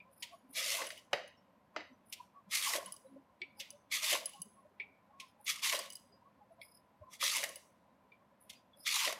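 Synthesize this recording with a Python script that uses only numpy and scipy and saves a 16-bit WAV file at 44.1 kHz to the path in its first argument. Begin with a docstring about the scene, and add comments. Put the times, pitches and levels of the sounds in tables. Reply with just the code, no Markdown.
"""On a stone floor in a hard room, a raw potato is pushed down a steel slicer propped in a metal tray.
Each stroke tears wet cells on the blades (shaped noise bursts) and shakes plate and frame (resonances).
The potato scuffs as it is set down, the frame knocks, the tray's rim is tapped; glass and metal bangles clink.
Soft low tones swell briefly. A mono phone microphone hears it all, and its noise suppressor leaves
only scraps of the room's hum."""
import sys
import numpy as np
from scipy import signal
from scipy.fft import rfft, irfft, next_fast_len
from scipy.io import wavfile
from scipy.ndimage import uniform_filter1d, map_coordinates

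SR = 44100
rng = np.random.default_rng(int(sys.argv[2]) if len(sys.argv) > 2 else 0)


def materialize(psi):
    """Save the field psi as 16-bit PCM at rate SR to the path in sys.argv[1].

    A 1-D psi becomes a single channel; in a 2-D psi each row is a channel.
    """
    bounded = np.clip(np.atleast_2d(psi).T, -1, 1)
    quanta = np.round(bounded * 32767).astype(np.int16)
    wavfile.write(sys.argv[1], SR, quanta)


N = 405279  # length [samples]


def amp(db):
    """Turns dB into gain."""
    return 10 ** (np.asarray(db) / 20)


def unit(x):
    """Scales x to rms 1."""
    return x / np.sqrt(np.mean(x ** 2) + 1e-20)


def along(points, hz):
    """Reads a curve of (frequency [Hz], value) points on a log frequency axis."""
    f, v = np.transpose(points)
    return np.interp(np.log(hz + 1), np.log(f + 1), v)


def filtered(x, response):
    """Shapes x with a complex response of frequency."""
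    size = next_fast_len(N + SR // 2)  # padded, so that the end does not wrap to the start
    return irfft(rfft(x, size) * response(np.fft.rfftfreq(size, 1 / SR)), size)[..., :N]


def resonances(modes):
    """Causal response of (frequency [Hz], width [Hz], level [dB]) modes, with alternating signs."""
    def response(hz):
        total = 0
        for k, (centre, width, db) in enumerate(modes):
            damping = 1j * hz * width
            total = total + (-1) ** k * amp(db) * damping / (centre * centre - hz * hz + damping)
        return total
    return response


def wobble(rate):
    """A smooth random curve with this many knots a second."""
    knots = rng.standard_normal(int(N * rate / SR) + 4)
    return map_coordinates(knots, [np.arange(N) * rate / SR])


def crackle(spread_db):
    """Dense ruptures: most are tiny, a few stand out."""
    return rng.standard_normal(N) * amp(spread_db * rng.exponential(size=N))


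def patchy(x, depth_db):
    """Gives x drifting bright and dull patches, as the contact shifts."""
    z = signal.stft(x, nperseg=256)[2]
    field = uniform_filter1d(rng.standard_normal(z.shape), 2, 0)  # over frequency
    field = uniform_filter1d(field, 14, 1)  # over time
    return signal.istft(z * amp(depth_db * unit(field)), nperseg=256)[1][:N]


def ring(modes, t, spread_db, blur):
    """One blow on (Hz, dB, t60 s) modes at new strengths; touching parts make each phase wander."""
    steps = rng.standard_normal((len(modes), len(t)))
    drift = uniform_filter1d(blur * np.cumsum(steps, 1), 40, 1)
    out = 0
    for (hz, db, t60), wander in zip(modes, drift):
        level_db = db + spread_db * rng.normal() - 60 * t / t60
        out = out + amp(level_db) * np.sin(2 * np.pi * hz * t + wander)
    return out


def add(track, s, sound):
    """Mixes a sound into the track at time s."""
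    at = round(s * SR)
    track[at:at + len(sound)] += sound[:N - at]


# colour of the room's hum: (frequency [Hz], relative level per Hz [dB])
HUM_COLOUR = [(15, -52.5), (25, -21.5), (86, 3), (144, -1.5), (194, 6), (414, -7), (527, -1.5), (791, -10),
              (1040, -15), (1220, -7), (2090, -13.5), (3490, -21.5), (6850, -30.5), (13100, -31.5),
              (15800, -46)]
# lumps on that colour: (frequency [Hz], width [Hz], boost [dB])
HUM_LUMPS = [(91, 5.9, 1), (224, 76, 2), (610, 87, 4.5), (840, 120, 8.5), (1022, 64, 16), (12900, 70, 14.5)]


def hum():
    """The room's hum: noise made lumpy in frequency, whose level flickers, most of all in the bass."""
    def colour(hz):
        lumps_db = sum(db * np.exp(-.5 * ((hz - c) / w) ** 2) for c, w, db in HUM_LUMPS)
        return amp(along(HUM_COLOUR, hz) + lumps_db)

    steady = filtered(rng.standard_normal(N), colour)
    z = signal.stft(steady, nperseg=512)[2]
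    field = unit(uniform_filter1d(rng.standard_normal(z.shape), 8, 1))
    depth_db = 1.6 * np.exp(-np.linspace(0, SR / 2, len(z)) / 1500)[:, None]
    flickering = signal.istft(z * amp(depth_db * field), nperseg=512)[1][:N]
    return amp(-58.5) * unit(flickering)


# reverb decay: (frequency [Hz], t60 [s])
ROOM_DECAY = [(200, .8), (1000, .9), (4000, .9), (15000, .8)]


def room(x):
    """Echo of x: noise tails in which each frequency dies at its own speed; a new one every third of a second."""
    out, step = np.zeros(N), SR // 3
    for at in range(0, N, step):
        hz, t, z = signal.stft(rng.standard_normal(SR * 2 // 3), SR, nperseg=256)
        decay = amp(-60 * t / along(ROOM_DECAY, hz)[:, None])
        tail = signal.istft(z * decay, SR, nperseg=256)[1]
        echo = signal.fftconvolve(x[at:at + step], tail / np.linalg.norm(tail))
        add(out, at / SR + .012, echo)
    return out


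# the clearest soft low tones: (time of the peak [s], frequency [Hz], peak level [dB], length at half height [s])
SWELLS = [(0.075, 1050, -56, 0.04), (0.245, 963, -53, 0.04), (0.338, 690, -49.5, 0.039),
          (0.341, 1099, -50.5, 0.023), (0.455, 260, -52.5, 0.03), (0.507, 284.5, -52, 0.03),
          (1.79, 300, -50.5, 0.05), (1.92, 258, -51, 0.038), (2.207, 983, -43.5, 0.011),
          (2.374, 1126, -52, 0.042), (2.482, 199.4, -50.5, 0.03), (2.883, 190.5, -54, 0.07),
          (3.06, 527, -48, 0.025), (3.148, 270, -51.5, 0.12), (3.168, 572, -45.5, 0.012),
          (3.306, 1056, -56.5, 0.025), (3.425, 360, -51, 0.025), (3.616, 557, -50, 0.019),
          (3.747, 573.5, -51.5, 0.04), (3.59, 835, -54, 0.025), (4.045, 622, -49, 0.034),
          (4.356, 825, -52, 0.031), (4.385, 1079, -54, 0.05), (4.408, 183, -48, 0.024),
          (4.465, 190.4, -51, 0.03), (4.587, 1090, -54, 0.035), (4.662, 609.7, -50, 0.02),
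          (4.809, 399, -54, 0.018), (5.11, 834, -54, 0.02), (5.171, 1092, -56, 0.088),
          (5.23, 1052, -50.5, 0.03), (5.405, 829, -53, 0.02), (6.148, 536.4, -52.5, 0.025),
          (6.225, 959, -50, 0.012), (6.269, 1100, -54, 0.03), (6.42, 838, -52.5, 0.027),
          (6.519, 667, -52, 0.03), (6.59, 1000, -56, 0.023), (6.599, 675, -50, 0.019),
          (7.02, 110.2, -49.5, 0.019), (7.025, 606, -47.5, 0.018), (7.039, 1063, -49.5, 0.016),
          (7.086, 1029, -50.5, 0.025), (7.516, 1089, -53.5, 0.027), (7.57, 571, -49, 0.013),
          (8.326, 560, -55.5, 0.02), (8.457, 652, -55, 0.02), (8.777, 546, -53.5, 0.027)]
# fainter ones come by chance: pitches [Hz], mean level [dB], mean length [s]
FAINT_BANDS_HZ, FAINT_DB, FAINT_S = (268, 412, 553, 820, 1090), -61, 0.026


def swells(count=45):
    """Each swell is a soft tone with an unsteady phase; count fainter ones fall at random."""
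    out, faint = np.zeros(N), []
    for when, band, level, length in rng.random((count, 4)):
        faint.append((FAINT_S * 2 + when * (N / SR - 1),
                      FAINT_BANDS_HZ[int(band * len(FAINT_BANDS_HZ))],
                      FAINT_DB + 6 * (level - .5),
                      FAINT_S * (.5 + length)))
    for s, hz, db, length in SWELLS + faint:
        t = np.arange(round(2 * length * SR)) / SR
        wander = .03 * np.cumsum(rng.standard_normal(SR // 4))[:len(t)]
        tone = np.sin(2 * np.pi * hz * t + wander)
        add(out, s - t[-1] / 2, amp(db) * np.hanning(len(t)) * tone)
    return out


# wet face creeping over the plate:
# (start [s], end [s], film level at start [dB], film level at end [dB], bangle rub at end, above the film [dB])
CREEP = [(0.11, 0.22, -72.5, -59.5, -6.5), (0.33, 0.44, -70.5, -77, -6), (0.477, 0.54, -75.5, -58, -20.5),
         (2.062, 2.12, -68, -66, -10.5), (3.542, 3.6, -79, -58.5, 3.5), (5.234, 5.32, -72, -79, 0),
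         (5.39, 5.46, -74.5, -62, -20.5), (6.618, 6.78, -60.5, -71, 1.5), (8.415, 8.49, -60, -76, -13),
         (8.772, 8.84, -67.5, -62.5, -0.5)]
# colour of the film's ticks, applied twice: (frequency [Hz], width [Hz], relative level per pass [dB])
FILM = [(10100, 1900, 0.5), (11450, 2300, 1), (12000, 1200, 2), (14600, 760, -9.5)]
# colour of the rubbing bangles, applied twice: (frequency [Hz], width [Hz], relative level per pass [dB])
RUB = [(4770, 350, -5.5), (5200, 610, -5.5)]
CREEP_SAG_DB, CREEP_RISE_S, CREEP_FADE_S = 2.5, 0.013, 0.034  # it slackens halfway
RUB_GROWS_DB = 7  # the bangles rub harder toward the end of a creep


def creep():
    """The juice film ticks as it lets go and the bangles grate on each other: crackle through resonances."""
    t, gains = np.arange(N) / SR, np.zeros((2, N))
    for start, end, first_db, last_db, rub_db in CREEP:
        times = (start - CREEP_RISE_S, start, (start + end) / 2, end, end + CREEP_FADE_S)
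        middle_db = (first_db + last_db) / 2 - CREEP_SAG_DB
        levels = (first_db - 17, first_db, middle_db, last_db, last_db - 18.5)
        film_db = np.interp(t, times, levels, -200, -200)
        still_to_go = (end - t).clip(0, 1) / (end - start)
        gains += amp([film_db, film_db + rub_db - RUB_GROWS_DB * still_to_go])
    ticks = amp(4.5 * wobble(150)) * crackle(2.5)
    film, rub = [unit(filtered(ticks, lambda hz: resonances(m)(hz) ** 2)) for m in (FILM, RUB)]
    return gains[0] * film + gains[1] * rub


# light taps on the tray's rim: (time [s], level [dB], pitch [share of the usual], overtone tilt [dB per octave])
TAPS = [(0.0014, -56.5, 0.96, -3), (3.4164, -44, 0.94, 8.5), (4.7986, -43.5, 0.94, -1.5),
        (6.6144, -52, 0.9, 10), (8.1188, -55, 0.96, -5.5)]
# ringing of the rim: (frequency at the usual pitch [Hz], level before tilt [dB], t60 [s])
RIM = [(2360, -1, 0.098), (2446, 6.5, 0.098), (2950, -12, 0.043), (3800, -7, 0.027), (3730, -0.5, 0.02),
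       (4420, 2, 0.01), (5013, -10, 0.033), (5123, -20.5, 0.01), (5870, -17, 0.026), (6996, -13, 0.003),
       (8350, -17.5, 0.0056)]
# body of the loose rim; taps pass it twice, scuffs once: (frequency [Hz], width [Hz], level per pass [dB])
RIM_BODY = [(2370, 760, 3.5), (3620, 920, 1.5), (4550, 1100, -2)]


def taps():
    """The rim rings a little higher or lower with what rests on it, and clacks: decaying sines and noise."""
    out, clack, t = np.zeros(N), np.zeros(N), np.arange(SR // 4) / SR
    rise = 1 - np.exp(-t / .0015)
    for s, db, pitch, tilt_db in TAPS:
        modes = [(hz * pitch, level + tilt_db * np.log2(hz / RIM[0][0]), t60) for hz, level, t60 in RIM]
        add(out, s, amp(db) * ring(modes, t, spread_db=2, blur=.1) * rise)
        add(clack, s, amp(db - 60 * t / 0.18) * rng.standard_normal(len(t)))
    return out + filtered(clack, lambda hz: resonances(RIM_BODY)(hz) ** 2)


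# bangle clinks: (time [s], level [dB], lowest ring above it [dB])
CLINKS = [(0.8674, -43.5, 1), (0.889, -48, -5), (0.9194, -50.5, -5), (0.9762, -50.5, -6.5),
          (1.277, -54.5, -8), (2.8591, -44, -1), (2.922, -39.5, -10.5), (2.9394, -52, -16),
          (2.9637, -51, -18.5), (3.7044, -43, -13), (4.2024, -48.5, -7), (4.2571, -33.5, -16),
          (4.2937, -49.5, -15), (4.334, -54, 5.5), (4.4176, -39, -13), (5.5594, -47, -3.5),
          (5.7901, -31.5, -12.5), (5.9023, -43.5, -8.5), (5.9233, -48.5, -19.5), (5.9318, -45.5, -22),
          (5.954, -40.5, -17.5), (5.9674, -49, -9.5), (7.3661, -29.5, -12), (7.4906, -42, -13),
          (7.5573, -41, -6)]
# ringing of the bangles: (frequency [Hz], level above the clink [dB], t60 [s])
BANGLE = [(4900, -4, 0.03), (6103, 4.5, 0.0057), (6430, -6.5, 0.013), (8165, 5.5, 0.0088),
          (9030, -3, 0.012), (9800, -18.5, 0.036), (10680, -2.5, 0.045), (11300, -17, 0.027),
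          (12800, -27.5, .03), (13840, -25, .03), (15000, -15.5, 0.036)]
# lowest ring, of the widest bangle: (frequency [Hz], t60 [s])
LOW_RING = (2960, .07)
# faint pings of single bangles: (time [s], peak level [dB], frequency [Hz], t60 [s])
PINGS = [(1.371, -66.5, 5470, 0.14), (1.698, -59.5, 927, 0.18), (1.929, -66.5, 5990, 0.077),
         (3.045, -72.5, 2200, 0.1), (3.065, -62, 3936, 0.092), (6.121, -61.5, 4910, 0.18),
         (6.518, -69, 10290, 0.14), (7.898, -70, 3860, .1), (8.55, -64, 4800, 0.24),
         (8.732, -55, 3400, 0.086), (8.773, -69, 3923, 0.11)]
CHATTER_S, CHATTER_DB = .03, -22  # neighbours touch after each clink: mean delay, level under it


def bangles():
    """Each clink rings decaying sines at new strengths, with a bright noise tick; a fainter touch follows."""
    out, t = np.zeros(N), np.arange(SR // 4) / SR
    low_hz, low_t60 = LOW_RING
    delays = CHATTER_S * (.5 + rng.random(len(CLINKS)))
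    chatter = [(s + delay, db + CHATTER_DB, low_db) for (s, db, low_db), delay in zip(CLINKS, delays)]
    for s, db, low_db in CLINKS + chatter:
        rings = ring(BANGLE + [(low_hz, low_db, low_t60)], t, spread_db=4, blur=.08)
        tick = amp(-6 - 60 * t / 0.019) * np.diff(rng.standard_normal(len(t) + 1))
        add(out, s, amp(db) * (rings + tick) * (1 - np.exp(-t / 0.00091)))
    for s, db, hz, t60 in PINGS:
        ping = ring([(hz, db, t60)], t, spread_db=1, blur=.06)
        add(out, s, ping * (1 - np.exp(-t / .004)))
    return out


# knocks of the slicer on the tray:
# (time [s], drive level [dB], thud above it [dB], crack above it [dB], shudder above it [dB])
KNOCKS = [(0.817, -16.5, 0.5, -19.5, -16), (0.871, -27.5, -15, -15, -20.5),
          (0.9034, -19, -16, -18.5, -19.5), (1.1303, -5.5, 7, -30, -18), (1.762, -15.5, 8, -37.5, -14),
          (1.8053, -27, 2, -34, -23), (2.7344, -12, -4.5, -15, -22.5), (2.751, -16, 1, -19, -20),
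          (4.1272, -8, -6, -12, -25.5), (5.7249, -15.5, -10, -16.5, -9.5), (7.4298, -14, -6, -16, -26),
          (7.438, -11.5, -7, -10.5, -18), (8.875, -21, -22.5, -39, -24), (9.0743, -10, -1, -29, -18.5),
          (9.1252, -20, 7, -7.5, -25)]
# resonances of the tray: (frequency [Hz], width [Hz], level [dB])
TRAY = [(1920, 330, -2), (2640, 450, -4.5), (2910, 320, -3), (3680, 130, -12.5), (3798, 120, -5.5),
        (4880, 470, -8), (6100, 300, -12.5), (7400, 600, -21.5)]
# resonances of the thud in the frame: (frequency [Hz], width [Hz], level [dB])
THUD = [(154.5, 42, -15.5), (325, 230, -18), (590, 150, -3), (980, 430, -9.5), (1360, 460, -10.5)]
FIRST_BLOW_DB = 13  # the first contact above its rattle
KNOCK_RISE_S, KNOCK_T60_S, SHUDDER_T60_S = .0006, .028, 0.41


def knocks():
    """Each knock is a noisy rattle of contacts into tray and frame, with a crack; the slicer shudders on."""
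    blows, t = np.zeros((3, N)), np.arange(SR // 2) / SR
    rise = 1 - np.exp(-t / KNOCK_RISE_S)
    for s, db, thud_db, crack_db, shudder_db in KNOCKS:
        shape = (amp(-60 * t / KNOCK_T60_S) + amp(shudder_db - 60 * t / SHUDDER_T60_S)) * rise
        for track, above_db in zip(blows, (0, thud_db, crack_db)):
            add(track, s, amp(db + above_db) * shape * rng.standard_normal(len(t)))
            add(track, s + 2 * KNOCK_RISE_S, amp([db + above_db + FIRST_BLOW_DB]))

    def dull(hz):  # a broad contact gives little treble
        return 1 / (1 + 1j * hz / 6000) ** 3

    tray = filtered(blows[0], lambda hz: dull(hz) * resonances(TRAY)(hz))
    thud = filtered(blows[1], lambda hz: dull(3 * hz) * resonances(THUD)(hz))
    crack = filtered(blows[2], lambda hz: amp(along(FIZZ, hz)))
    return tray + thud + crack


# the potato scuffs the plate: (time [s], level before the rise [dB], fizz above it [dB])
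SCUFFS = [(0.2225, -31, -8), (2.1231, -34.5, -1), (3.5972, -31, -7.5), (5.1971, -36, -10.5),
          (8.4941, -40.5, -4.5), (8.526, -51, -3)]
SCUFF_RISE_S, SCUFF_T60_S = 0.0039, 0.06
SCUFF_TAIL_DB, SCUFF_TAIL_T60_S = -18.5, .35  # the loose rim rattles on


def scuffs():
    """A short slide: the same tearing noise under a quick rise and decay; the rim rattles after it."""
    coarse, fine, rattle = np.zeros((3, N))
    t = np.arange(SR // 2) / SR
    rise = (1 - np.exp(-t / SCUFF_RISE_S)) ** 2
    for s, db, fizz_db in SCUFFS:
        add(coarse, s, amp(db - 60 * t / SCUFF_T60_S) * rise)
        add(fine, s, amp(db + fizz_db - 60 * t / SCUFF_T60_S) * rise)
        add(rattle, s, amp(db + SCUFF_TAIL_DB - 60 * t / SCUFF_TAIL_T60_S) * rise)
    rasp, fizz = torn_cells()
    rim = patchy(filtered(crackle(spread_db=1.5), resonances(RIM_BODY)), depth_db=1.5)
    return coarse * rasp + fine * fizz + rattle * unit(rim)


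# colour of the coarse rasp: (frequency [Hz], relative level per Hz [dB])
TEAR = [(820, -32), (1400, -20.5), (1610, -15), (2120, 0.5), (2320, -2), (2620, -1.5), (2860, -0.5),
        (3480, -2), (6240, -7.5), (8000, -22), (10400, -34.5), (17600, -120)]
# colour of the fine fizz, and of the cracks in the knocks: (frequency [Hz], relative level per Hz [dB])
FIZZ = [(3530, -19.5), (6000, -5.5), (9480, -7), (10700, -6), (14900, -15.5), (15800, -29)]


def torn_cells():
    """Wet cells burst on the blades: crackle shaped to a coarse rasp and a fine fizz, which snag together."""
    snag = amp(.9 * wobble(45) + 1.4 * wobble(220) + 1.2 * wobble(900))
    rasp = filtered(snag * crackle(spread_db=2.5), lambda hz: amp(along(TEAR, hz)))
    fizz = filtered(snag * crackle(spread_db=1.5), lambda hz: amp(along(FIZZ, hz)))
    return unit(patchy(rasp, depth_db=2.5)), unit(patchy(fizz, depth_db=2.0))


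# how hard each stroke tears, one list a stroke: (time [s], level [dB])
STROKES = [
    [(0.53, -72), (0.552, -44.5), (0.582, -36), (0.63, -41.5), (0.72, -37), (0.8, -44), (0.896, -58.5),
     (1.0, -62.5)],
    [(2.49, -78), (2.518, -43), (2.554, -34.5), (2.606, -43), (2.672, -39), (2.766, -41.5), (2.808, -62.5),
     (2.9, -67.5)],
    [(3.9, -77), (3.918, -41.5), (3.95, -33.5), (4.008, -48.5), (4.03, -36.5), (4.082, -36.5), (4.136, -34),
     (4.222, -58.5), (4.3, -84)],
    [(5.44, -87), (5.468, -42.5), (5.5, -33), (5.548, -50), (5.616, -57.5), (5.634, -34.5), (5.68, -35.5),
     (5.734, -38.5), (5.872, -57), (5.9, -75)],
    [(7.08, -84.5), (7.134, -50.5), (7.19, -72.5), (7.212, -38), (7.248, -34), (7.312, -40), (7.362, -37),
     (7.446, -50), (7.462, -58), (7.55, -72)],
    [(8.844, -69), (8.864, -37), (8.88, -32), (8.894, -37.5), (8.958, -35), (9.03, -37), (9.07, -37),
     (9.13, -49), (9.19, -81.5)],
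]
# one row a stroke: (blades bite [s], potato runs off them [s], fizz above the tearing at the run-off [dB],
# plate level [dB] and frame level [dB] just before the run-off, frame level as it springs back [dB])
CUTS = [(0.558, 0.8, -2, -49, -50, -40), (2.51, 2.743, 0.5, -44, -56.5, -41),
        (3.917, 4.117, -2.5, -45.5, -53.5, -41), (5.468, 5.721, -3, -45.5, -64, -40.5),
        (7.222, 7.425, -1, -50, -55.5, -43.5), (8.863, 9.048, -4, -46.5, -62.5, -40.5)]
# the blades as they first bite, applied twice: (frequency [Hz], width [Hz], relative level per pass [dB])
BITE = [(2200, 720, -0.5), (3410, 480, 1.5)]
# blade plate, applied twice: (frequency [Hz], width [Hz], relative level per pass [dB])
PLATE = [(816, 130, 6), (1084, 140, 8), (1267, 100, 9), (1370, 800, 4.5)]
# slicer frame, applied twice: (frequency [Hz], width [Hz], relative level per pass [dB])
FRAME = [(280, 100, -3), (434, 270, -2.5), (564, 110, 4), (687.3, 98, -1)]
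FIZZ_GROWS_DB, PLATE_GROWS_DB, FRAME_GROWS_DB = 3, 8.5, 9  # from the bite to the run-off
FIZZ_FALLS, PLATE_FALLS, FRAME_FALLS = 30, 97, 130  # after the run-off [dB per s]
BITE_DB, BITE_FADES_DB = -8.5, 17.5  # above the tearing; lost by the run-off
SHAKE_FOLLOWS = .6  # share of the tearing's dB swings that the metal follows
PLATE_STIFF = 1.14  # the plate rings this much higher while the potato is still near its held end
SPRING_RISE_S = 0.0078


def strokes():
    """Deeper in the cut the fizz grows and metal shakes harder and lower; at the run-off the frame springs back."""
    t, gains = np.arange(N) / SR, np.zeros((6, N))
    for rows, (bite, off, fizz_db, plate_db, frame_db, spring_db) in zip(STROKES, CUTS):
        tear_db = np.interp(t, *np.transpose(rows), -200, -200)
        left = np.clip((off - t) / (off - bite), 0, 1)  # share of the cut still to come
        since = np.clip(t - off, 0, None)  # seconds after the run-off
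        cutting = t < off
        swing_db = SHAKE_FOLLOWS * (tear_db - np.interp(off, t, tear_db))
        fizz_level = tear_db + fizz_db - FIZZ_GROWS_DB * left - FIZZ_FALLS * since
        bite_level = tear_db + BITE_DB - BITE_FADES_DB * (1 - left)
        released_db = spring_db + (frame_db - spring_db) * np.exp(-since / SPRING_RISE_S)
        frame_level = np.where(cutting, frame_db + swing_db - FRAME_GROWS_DB * left,
                               released_db - FRAME_FALLS * since)
        plate_level = np.where(cutting, plate_db + swing_db - PLATE_GROWS_DB * left,
                               plate_db - PLATE_FALLS * since)
        gains[:4] += amp([tear_db, fizz_level, bite_level, frame_level])
        gains[4:] += amp(plate_level) * np.sqrt([left, 1 - left])  # crossfade from stiff to free plate
    rasp, fizz = torn_cells()
    blades = unit(filtered(rasp, lambda hz: resonances(BITE)(hz) ** 2))

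    def shaken(modes, higher):
        drive = amp(3.5 * wobble(50)) * crackle(3)
        return unit(filtered(drive, lambda hz: resonances(modes)(hz / higher) ** 2))

    frame, stiff_plate, free_plate = shaken(FRAME, 1), shaken(PLATE, PLATE_STIFF), shaken(PLATE, 1)
    return np.sum(gains * np.array([rasp, fizz, blades, frame, stiff_plate, free_plate]), axis=0)


def scene():
    """Everything near, its echo, the hum and the swells, alike on both channels."""
    near = strokes() + scuffs() + creep() + knocks() + taps() + bangles()
    return np.tile(near + amp(-19.0) * room(near) + hum() + swells(), (2, 1))


def suppress(x, margin_db, depth_db, attack_s, release_s):
    """Turns each narrow band down unless it stands above its usual level; chance peaks of the hum slip through."""
    size, hop = 512, 64
    z = signal.stft(x, nperseg=size, noverlap=size - hop)[2]
    frames, keep = round(attack_s * SR / hop), np.exp(-hop / SR / release_s)
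    power = np.abs(uniform_filter1d(np.abs(z) ** 2, frames, 1))
    # a band closes more slowly than it opens
    power = np.maximum(power, signal.lfilter([1 - keep], [1, -keep], power, axis=1))
    usual = np.percentile(power, 35, axis=1, keepdims=True)
    gain = np.clip(1 - amp(2 * margin_db) * usual / (power + 1e-20), amp(depth_db), 1)
    smooth_gain = uniform_filter1d(gain, frames, 1)
    return signal.istft(z * smooth_gain, nperseg=size, noverlap=size - hop)[1][:N]


TOP_HZ = 15800  # band limit


def record(dry):
    """One microphone that is weak in the bass, a noise suppressor, nothing above the band limit."""
    heard = filtered(dry[0], lambda hz: 1j * hz / (1j * hz + 60))
    quiet = suppress(heard, margin_db=5.8, depth_db=-11, attack_s=.025, release_s=.03)
    return np.tile(filtered(quiet, lambda hz: hz < TOP_HZ), (2, 1))


dry = scene()
out = record(dry)
materialize(out)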